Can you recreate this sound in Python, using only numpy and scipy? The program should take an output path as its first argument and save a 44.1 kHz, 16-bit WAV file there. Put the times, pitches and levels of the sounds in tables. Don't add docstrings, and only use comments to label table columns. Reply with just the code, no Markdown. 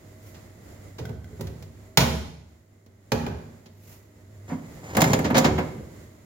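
import sys
import numpy as np
from scipy import signal
from scipy.fft import rfft, irfft, next_fast_len
from scipy.io import wavfile
from scipy.ndimage import uniform_filter1d, minimum_filter1d

SR = 44100
rng = np.random.default_rng(int(sys.argv[2]) if len(sys.argv) > 2 else 0)


def dump(signal):
    limited = np.clip(np.atleast_2d(signal).T, -1, 1)
    pcm = np.round(limited * 32767).astype(np.int16)
    wavfile.write(sys.argv[1], SR, pcm)


N = 275625
TIME = np.arange(N) / SR


def freezer_flap(thump_hz=190):
    # start in seconds, strength in dB,
    # hardness (crack over thump) in dB, contact time in ms.
    flap_knocks = [(.342, -43.5, 6, 8.6), (.983, -30, 0.5, 3.4), (1.092, -29.5, -14.5, 0.26),
                   (1.394, -27.5, -26, 1.4), (1.409, -32.5, 0, 0.13), (1.47, -47.5, 11.5, 0.66),
                   (1.624, -44, 5, .5), (1.9727, -3, 10.5, 0.76), (1.999, -3, 2.5, 9),
                   (2.862, -39.5, -3.5, .4), (3.657, -41, 5.5, 2.6)]
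    stop_knocks = [(3.1186, -6, 1.5, .6), (3.264, -14.5, -4.5, 1)]
    # pitch in Hz, gain in dB, t60 in seconds.
    flap_modes = [(76, 3.5, 0.3), (96, 0, 0.29), (118.06, -3.5, .3), (158.1, 5, 0.32), (233.8, 5.5, 0.84),
                  (280, -9, 0.41), (372.6, 3, 0.23), (416, -0.5, 0.05), (519.7, 0, 0.22), (643, 4, 0.39),
                  (847, -7, 0.12), (1470, -3, .08), (1930, -2, 0.034), (2400, -2.5, 0.047), (4150, -7, .06)]
    stop_modes = [(257, -6, 0.31), (383, 4, 0.15), (831, 6, 0.22), (1630, 6.5, 0.016), (2450, -7, 0.018)]
    blows = knocks(flap_knocks, thump_hz, thump_db=-3, body_db=-6, crack_db=-6, fizz_db=-8,
                   body_share=0.42, t60=0.061, thump_decay=1.5, fizz_decay=0.75,
                   soft_hz=7960, crack_hz=2870, octaves_per_db=0)
    stop = knocks(stop_knocks, thump_hz, thump_db=-5, body_db=-5, crack_db=-8, fizz_db=-13,
                  body_share=0.39, t60=0.047, thump_decay=1.7, fizz_decay=0.64,
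                  soft_hz=8000, crack_hz=2670, octaves_per_db=0.12)
    stop = ring(stop, stop_modes, direct_db=0.5)
    shaking = blows + stop + cabinet_thuds(flap_knocks + stop_knocks) + finger_strain()
    return ring(shaking, flap_modes, direct_db=-1.5) + catch_ticks() * amp(-1.5)


def lolly_mould(lift_s=5.1, fade_db_per_s=120):
    # start in seconds, strength in dB, hardness in dB,
    # contact time in ms.
    mould_knocks = [(4.494, -30, -6.5, 8), (4.513, -17, -27.5, 7.4), (4.948, -25.5, 0.5, 2.09),
                    (4.9686, -14.5, -2.5, 0.19), (4.979, -11, -9, 1.7), (5.0054, -22, 7, .72),
                    (5.017, -13, 1.5, 0.23), (5.040, -17, 0.5, 1.1), (5.132, -15, 1.5, 0.85),
                    (5.190, -21, -5.5, 0.33), (5.242, -18, -0.5, 8.8), (5.300, -14.5, -6.5, 5.1),
                    (5.342, -9, -1.5, 16.3), (5.366, -15, 1.5, 2.5), (5.379, -17.5, 8, 1.3),
                    (5.442, -10, -0.5, 7.2), (5.578, -15.5, -4.5, 7.5)]
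    # pitch in Hz, gain in dB, t60 in seconds.
    mould_modes = [(80, -19, 0.41), (162.7, 1, 0.6), (230, -3, 0.18), (260.8, 3.5, 0.21), (299, 7, 0.22),
                   (375.8, 6, 0.56), (523, 10, 0.28), (579.3, 5, 0.29), (738, 0, 0.1), (850, -10, 0.6),
                   (957, 2, 0.18), (1160, -11, 0.95), (1740, -1.5, 0.0058), (2110, 5.5, 0.02),
                   (6900, 1, 0.004)]
    # time in seconds, relative force in dB.
    drag = [(4.48, -44.5), (4.72, -64.5), (4.87, -45.5), (4.98, -25.5), (5.09, -21), (5.17, -28.5),
            (5.47, -22.5), (5.66, -40.5), (5.81, -34), (5.95, -66)]
    blows = knocks(mould_knocks, thump_hz=199.3, thump_db=-6, body_db=-3, crack_db=-7, fizz_db=-7.5,
                   body_share=0.45, t60=0.072, thump_decay=1.49, fizz_decay=0.56,
                   soft_hz=3700, crack_hz=3080, octaves_per_db=0.25)
    pull = gain_curve(drag)
    on_shelf = amp(-fade_db_per_s * np.maximum(TIME - lift_s, 0))
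    scrape = stick_slip(friction=pull ** 0.75 * on_shelf * amp(-15.5), judder=pull * amp(-5),
                        slips_per_s=400, spread_db=4, grain_s=0.011, lead_ms=-0.233)
    return ring(blows + scrape, mould_modes, direct_db=0.5)


def cabinet_thuds(flap_blows, lag_s=0.01, contact_ms=1.7):
    # start in seconds, strength in dB, hardness in dB,
    # contact time in ms.
    bumps = [(.995, -21, -37, 5), (1.085, -28.5, -27, 1.7), (1.402, -23, -22.5, 2.2),
             (1.601, -37.5, -19, 5), (5.453, -15.5, -27, 2.6), (5.498, -19, -34, 2.3),
             (5.77, -38, -25, 5.7)]
    answers = [(s + lag_s, db - 3.5, hardness - 7.5, contact_ms) for s, db, hardness, _ in flap_blows]
    return knocks(answers + bumps, thump_hz=101, thump_db=-6, body_db=-6.5, crack_db=-9.5, fizz_db=-7,
                  body_share=0.089, t60=0.042, thump_decay=1.66, fizz_decay=0.61,
                  soft_hz=7840, crack_hz=3000, octaves_per_db=-0.33)


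def finger_strain():
    # time of greatest force in seconds, relative force in dB.
    pushes = [(.8, -57.5), (1.02, -33.5), (1.32, -38.5), (1.43, -34.5), (1.62, -45.5)]
    # frequency in Hz, gain in dB.
    fingertips = [(100, 4.5), (300, -4.5), (700, -5), (2000, 1.5)]
    force = strokes(pushes, rise_db_per_s=448, fall_db_per_s=128)
    creak = stick_slip(friction=force * amp(-30.5), judder=force * amp(-7.5),
                       slips_per_s=390, spread_db=3, grain_s=0.002, lead_ms=0.05)
    return colour(creak, fingertips)


def catch_ticks(click_db=-7, click_s=0.006):
    # start in seconds, relative level in dB.
    ticks = [(1.054, -31), (1.244, -41.5), (1.474, -46)]
    # pitch in Hz, relative level in dB, t60 in seconds.
    modes = [(706, -6, 0.035), (1518, -2, .035), (2050, -7, 0.023), (3250, -10, .015)]
    out, t = np.zeros((2, N)), np.arange(8192) / SR
    tone = sum(amp(db - 60 * t / t60) * np.sin(2 * np.pi * hz * t) for hz, db, t60 in modes)
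    for start, db in ticks:
        click = amp(click_db) * np.exp(-t / click_s) * rng.standard_normal((2, len(t)))
        add(out, start, amp(db) * (tone + click))
    return out


def hand_brush(grain_db=1.5):
    # time of greatest speed in seconds, relative level in dB.
    brushes = [(.29, -59.5), (3.91, -52)]
    # frequency in Hz, relative level in dB.
    spectrum = [(300, -20), (900, 2), (1400, -3), (2400, 2.5), (3500, -4), (5000, -2), (9000, 3),
                (13500, 7), (16000, 1)]
    speed = strokes(brushes, rise_db_per_s=117, fall_db_per_s=127)
    hiss = unit_rms(colour(rng.standard_normal((2, N)), spectrum))
    return hiss * speed * amp(grain_db * drift(70))


def knocks(rows, thump_hz, thump_db, body_db, crack_db, fizz_db, body_share, t60,
           thump_decay, fizz_decay, soft_hz, crack_hz, octaves_per_db):
    # time in seconds, lead of the left channel in ms.
    bearing = [(1, 0.12), (2, 0.14), (3.1, -0.46), (4.5, -0.008), (5.1, -0.273), (5.6, -0.16)]
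    out, t = np.zeros((2, N)), np.arange(8192) / SR
    band_t60s = t60 * np.array([thump_decay, np.sqrt(thump_decay), 1, fizz_decay])
    soft_pole = np.exp(-2 * np.pi * soft_hz / SR)
    for start, strength, hardness, contact_ms in rows:
        pitch = min(crack_hz * 2 ** (octaves_per_db * hardness), SR / 6)
        bands = [(thump_hz / 1.45, thump_hz * 1.35), (thump_hz * 2, thump_hz * 5.5),
                 (pitch / 2.3, pitch * 2.3), (9000, 17000)]
        contact_s = contact_ms / 1000
        fizz_lift = hardness - 9 * np.log10(contact_ms)
        levels = [thump_db, body_db + body_share * hardness, crack_db + hardness, fizz_db + fizz_lift]
        attack = 1 - np.exp(-t / contact_s)
        blow = np.zeros((2, len(t)))
        for band, db, band_t60 in zip(bands, levels, band_t60s):
            swell = attack * np.exp(-t / (band_t60 / np.log(1000) + contact_s))
            band_pass = signal.butter(2, band, "bandpass", fs=SR, output="sos")
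            shake = signal.sosfilt(band_pass, panel_burst(swell))
            shake = signal.lfilter([1], [1, -soft_pole], shake)
            blow += amp(strength + db) * unit_rms(shake) * np.sqrt(np.mean(swell ** 2))
        add(out, start, place(blow, np.interp(start, *np.transpose(bearing))))
    return out


def panel_burst(swell, likeness=0.44, evenness=0.39):
    shared, *own = rng.standard_normal((3, len(swell)))
    noise = np.sqrt(likeness) * shared + np.sqrt(1 - likeness) * np.array(own)
    spectrum = rfft(noise * swell, 2 * len(swell))
    flattened = irfft(spectrum / abs(spectrum) ** evenness)[:, :len(swell)]
    return flattened * swell ** (1 / 8)


def stick_slip(friction, judder, slips_per_s, spread_db, grain_s, lead_ms):
    # frequency in Hz, relative level in dB.
    rasp_spectrum = [(150, -21), (400, -2), (900, 3), (1300, -6.5), (2200, -9), (4000, -17.5), (7000, -14),
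                     (16000, -22.5)]
    shove_spectrum = [(25, -30.5), (45, -30.5), (75, -4), (170, 0), (280, -10.5), (450, -6), (1000, -45.5),
                      (3000, -80)]
    slipping = rng.random(N) < slips_per_s / SR
    slips = slipping * amp(spread_db * np.minimum(rng.exponential(1, N), 3))
    bursts = signal.lfilter([1], [1, -np.exp(-1 / (grain_s * SR))], slips)
    rasp = unit_rms(colour(bursts * rng.standard_normal(N), rasp_spectrum))
    shove = unit_rms(colour(slips * rng.choice([-1, 1], N), shove_spectrum))
    return place(friction * rasp + judder * shove, lead_ms)


def ring(x, modes, direct_db):
    out = amp(direct_db) * x
    for hz, db, t60 in modes:
        radius = np.exp(-np.log(1000) / (t60 * SR))
        feedback = [1, -2 * radius * np.cos(2 * np.pi * hz / SR), radius ** 2]
        out += amp(db) * (1 - radius) * signal.lfilter([1, 0, -1], feedback, x)
    return out


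def kitchen_reverb(x, gap_s=0.0026, build_s=0.0017):
    # frequency in Hz, t60 in seconds.
    decay = [(70, 1), (200, 0.72), (700, 0.65), (2500, .66), (6000, 0.7), (11000, 0.62), (16000, 0.44)]
    # frequency in Hz, relative level in dB.
    reflections = [(60, 2.5), (250, 2), (1000, 0.5), (3000, -3), (6500, -6), (9000, -4), (16000, -4.5)]
    out = np.zeros((2, N))
    build_up = np.clip((TIME[:SR] - gap_s) / build_s, 0, 1)
    for k in range(3):
        hz, t, bands = signal.stft(rng.choice([-1., 1.], (2, SR)), SR, nperseg=256)
        t60 = at_hz(decay, hz)[:, None]
        bands *= amp(at_hz(reflections, hz)[:, None] - 60 * t / t60)
        bands *= np.sqrt(2 * np.log(1000) / (t60 * SR))
        tail = signal.istft(bands, SR, nperseg=256)[1][:, :SR] * build_up
        share = np.sqrt(2 / 3) * np.cos(2 * np.pi * (TIME + k / 3))
        out += signal.fftconvolve(x * share, tail, axes=1)[:, :N]
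    return out


def compressor(waver_db=3):
    # frequency in Hz, relative level in dB.
    tones = [(99, -51), (124, -69.5), (232, -62.5), (296, -64), (346, -65.5), (389, -67.5), (630, -68)]
    hum = np.zeros(N)
    for hz, db in tones:
        hum += amp(db + waver_db * drift(2.9)) * np.sin(2 * np.pi * hz * TIME + drift(9.9))
    return np.sqrt(2) * hum


def room_tone(flutter_db=2.15):
    # frequency in Hz, relative level in dB.
    spectrum = [(25, -35.5), (50, -16), (80, -7), (135, -10.5), (200, -12.5), (400, -16.5), (620, -20),
                (800, -26.5), (1400, -29), (1750, -30.5), (2030, -25), (2300, -34), (2700, -37.5),
                (6000, -39.5), (7300, -32.5), (16000, -39)]
    # time in seconds, relative level in dB.
    levels = [(-.05, -48.5), (.9, -52.5), (3.9, -49), (4.15, -54.5), (4.35, -53), (4.8, -47.5),
              (6.3, -50.5)]
    noise = unit_rms(colour(rng.standard_normal((2, N)), spectrum))
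    return noise * gain_curve(levels) * amp(flutter_db * drift(4.9))


def gain_control(x, ceiling_db=-9.5, hold_s=0.94, recovery_db_per_s=5.5):
    power = uniform_filter1d((x ** 2).mean(0), size=220)
    power_db = 10 * np.log10(abs(power) + 1e-12)
    needed_db = np.minimum(ceiling_db - power_db, 0)
    half = round(hold_s * SR / 2)
    held_cut_db = -minimum_filter1d(needed_db, 2 * half + 1, origin=half, mode="nearest")
    recovery = recovery_db_per_s * TIME
    cut_db = np.maximum.accumulate(held_cut_db + recovery) - recovery
    return x * amp(-uniform_filter1d(cut_db, size=64))


def overload(x, full_scale=0.94, knee=6):
    return x / (1 + abs(x / full_scale) ** knee) ** (1 / knee)


def amp(db):
    return 10 ** (np.asarray(db) / 20)


def unit_rms(x):
    return x / np.sqrt(np.mean(x ** 2) + 1e-20)


def at_hz(points, hz):
    frequencies, values = np.transpose(points)
    return np.interp(np.log(hz + 1), np.log(frequencies), values)


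def gain_curve(rows):
    return amp(np.interp(TIME, *np.transpose(rows), left=-np.inf, right=-np.inf))


def strokes(rows, rise_db_per_s, fall_db_per_s):
    return sum(amp(db - np.maximum((s - TIME) * rise_db_per_s, (TIME - s) * fall_db_per_s))
               for s, db in rows)


def drift(rate_hz, size=4096):
    hz = np.fft.rfftfreq(size, TIME[-1] / size)
    slow = irfft(rfft(rng.standard_normal(size)) * np.exp(-(hz / rate_hz) ** 2))
    return np.interp(TIME, np.linspace(0, TIME[-1], size), unit_rms(slow))


def colour(x, points, depth=1):
    hz = abs(np.fft.fftfreq(4096, 1 / SR))
    log_gain = depth * np.log(amp(at_hz(points, hz)))
    taps = np.fft.ifft(np.exp(np.conj(signal.hilbert(log_gain)))).real
    return signal.oaconvolve(x, taps if x.ndim == 1 else taps[None], axes=-1)[..., :x.shape[-1]]


def place(x, lead_ms):
    size = next_fast_len(x.shape[-1] + 256)
    shift = np.exp(1j * np.pi * np.fft.rfftfreq(size, 1000 / SR) * lead_ms)
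    return irfft(rfft(x, size) * np.array([shift, shift.conj()]), size)[:, :x.shape[-1]]


def add(mix, start_s, sound):
    part = mix[:, round(start_s * SR):][:, :sound.shape[1]]
    part += sound[:, :part.shape[1]]


def scene():
    flap, mould = freezer_flap(), lolly_mould()
    room = kitchen_reverb(amp(-1) * flap + amp(-6) * mould)
    background = compressor() * amp(-2) + room_tone() * amp(2)
    return flap + mould + hand_brush() * amp(8) + room + background


def record(dry, band_limit_hz=16100):
    # frequency in Hz, side gain in dB.
    width = [(30, 3), (70, -11), (150, -19.5), (300, -9), (600, -0.5), (1200, -0.5), (16000, 0.5)]
    # frequency in Hz, tilt in dB that each port takes at its own depth.
    balance = [(60, -1.5), (300, -1), (650, -3.5), (1300, -0.5), (5000, -2), (9000, -2), (14000, -1.5)]
    # frequency in Hz, gain in dB.
    response = [(30, 3), (1000, -1.5), (5500, 0), (7250, 0), (7750, -9), (9500, -8.5), (13500, -4.5),
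                (16000, -3.5)]
    mid = dry.mean(0)
    side = colour((dry[0] - dry[1]) / 2, width)
    left = colour(mid + side, balance, depth=0.35)
    right = colour(mid - side, balance, depth=-0.85)
    picked_up = colour(np.array([left, right]), response)
    limited = overload(gain_control(picked_up))
    low_pass = signal.firwin(255, band_limit_hz, window=("kaiser", 8), fs=SR)
    return signal.oaconvolve(limited, low_pass[None], "same")


dry = scene()
out = record(dry)
dump(out)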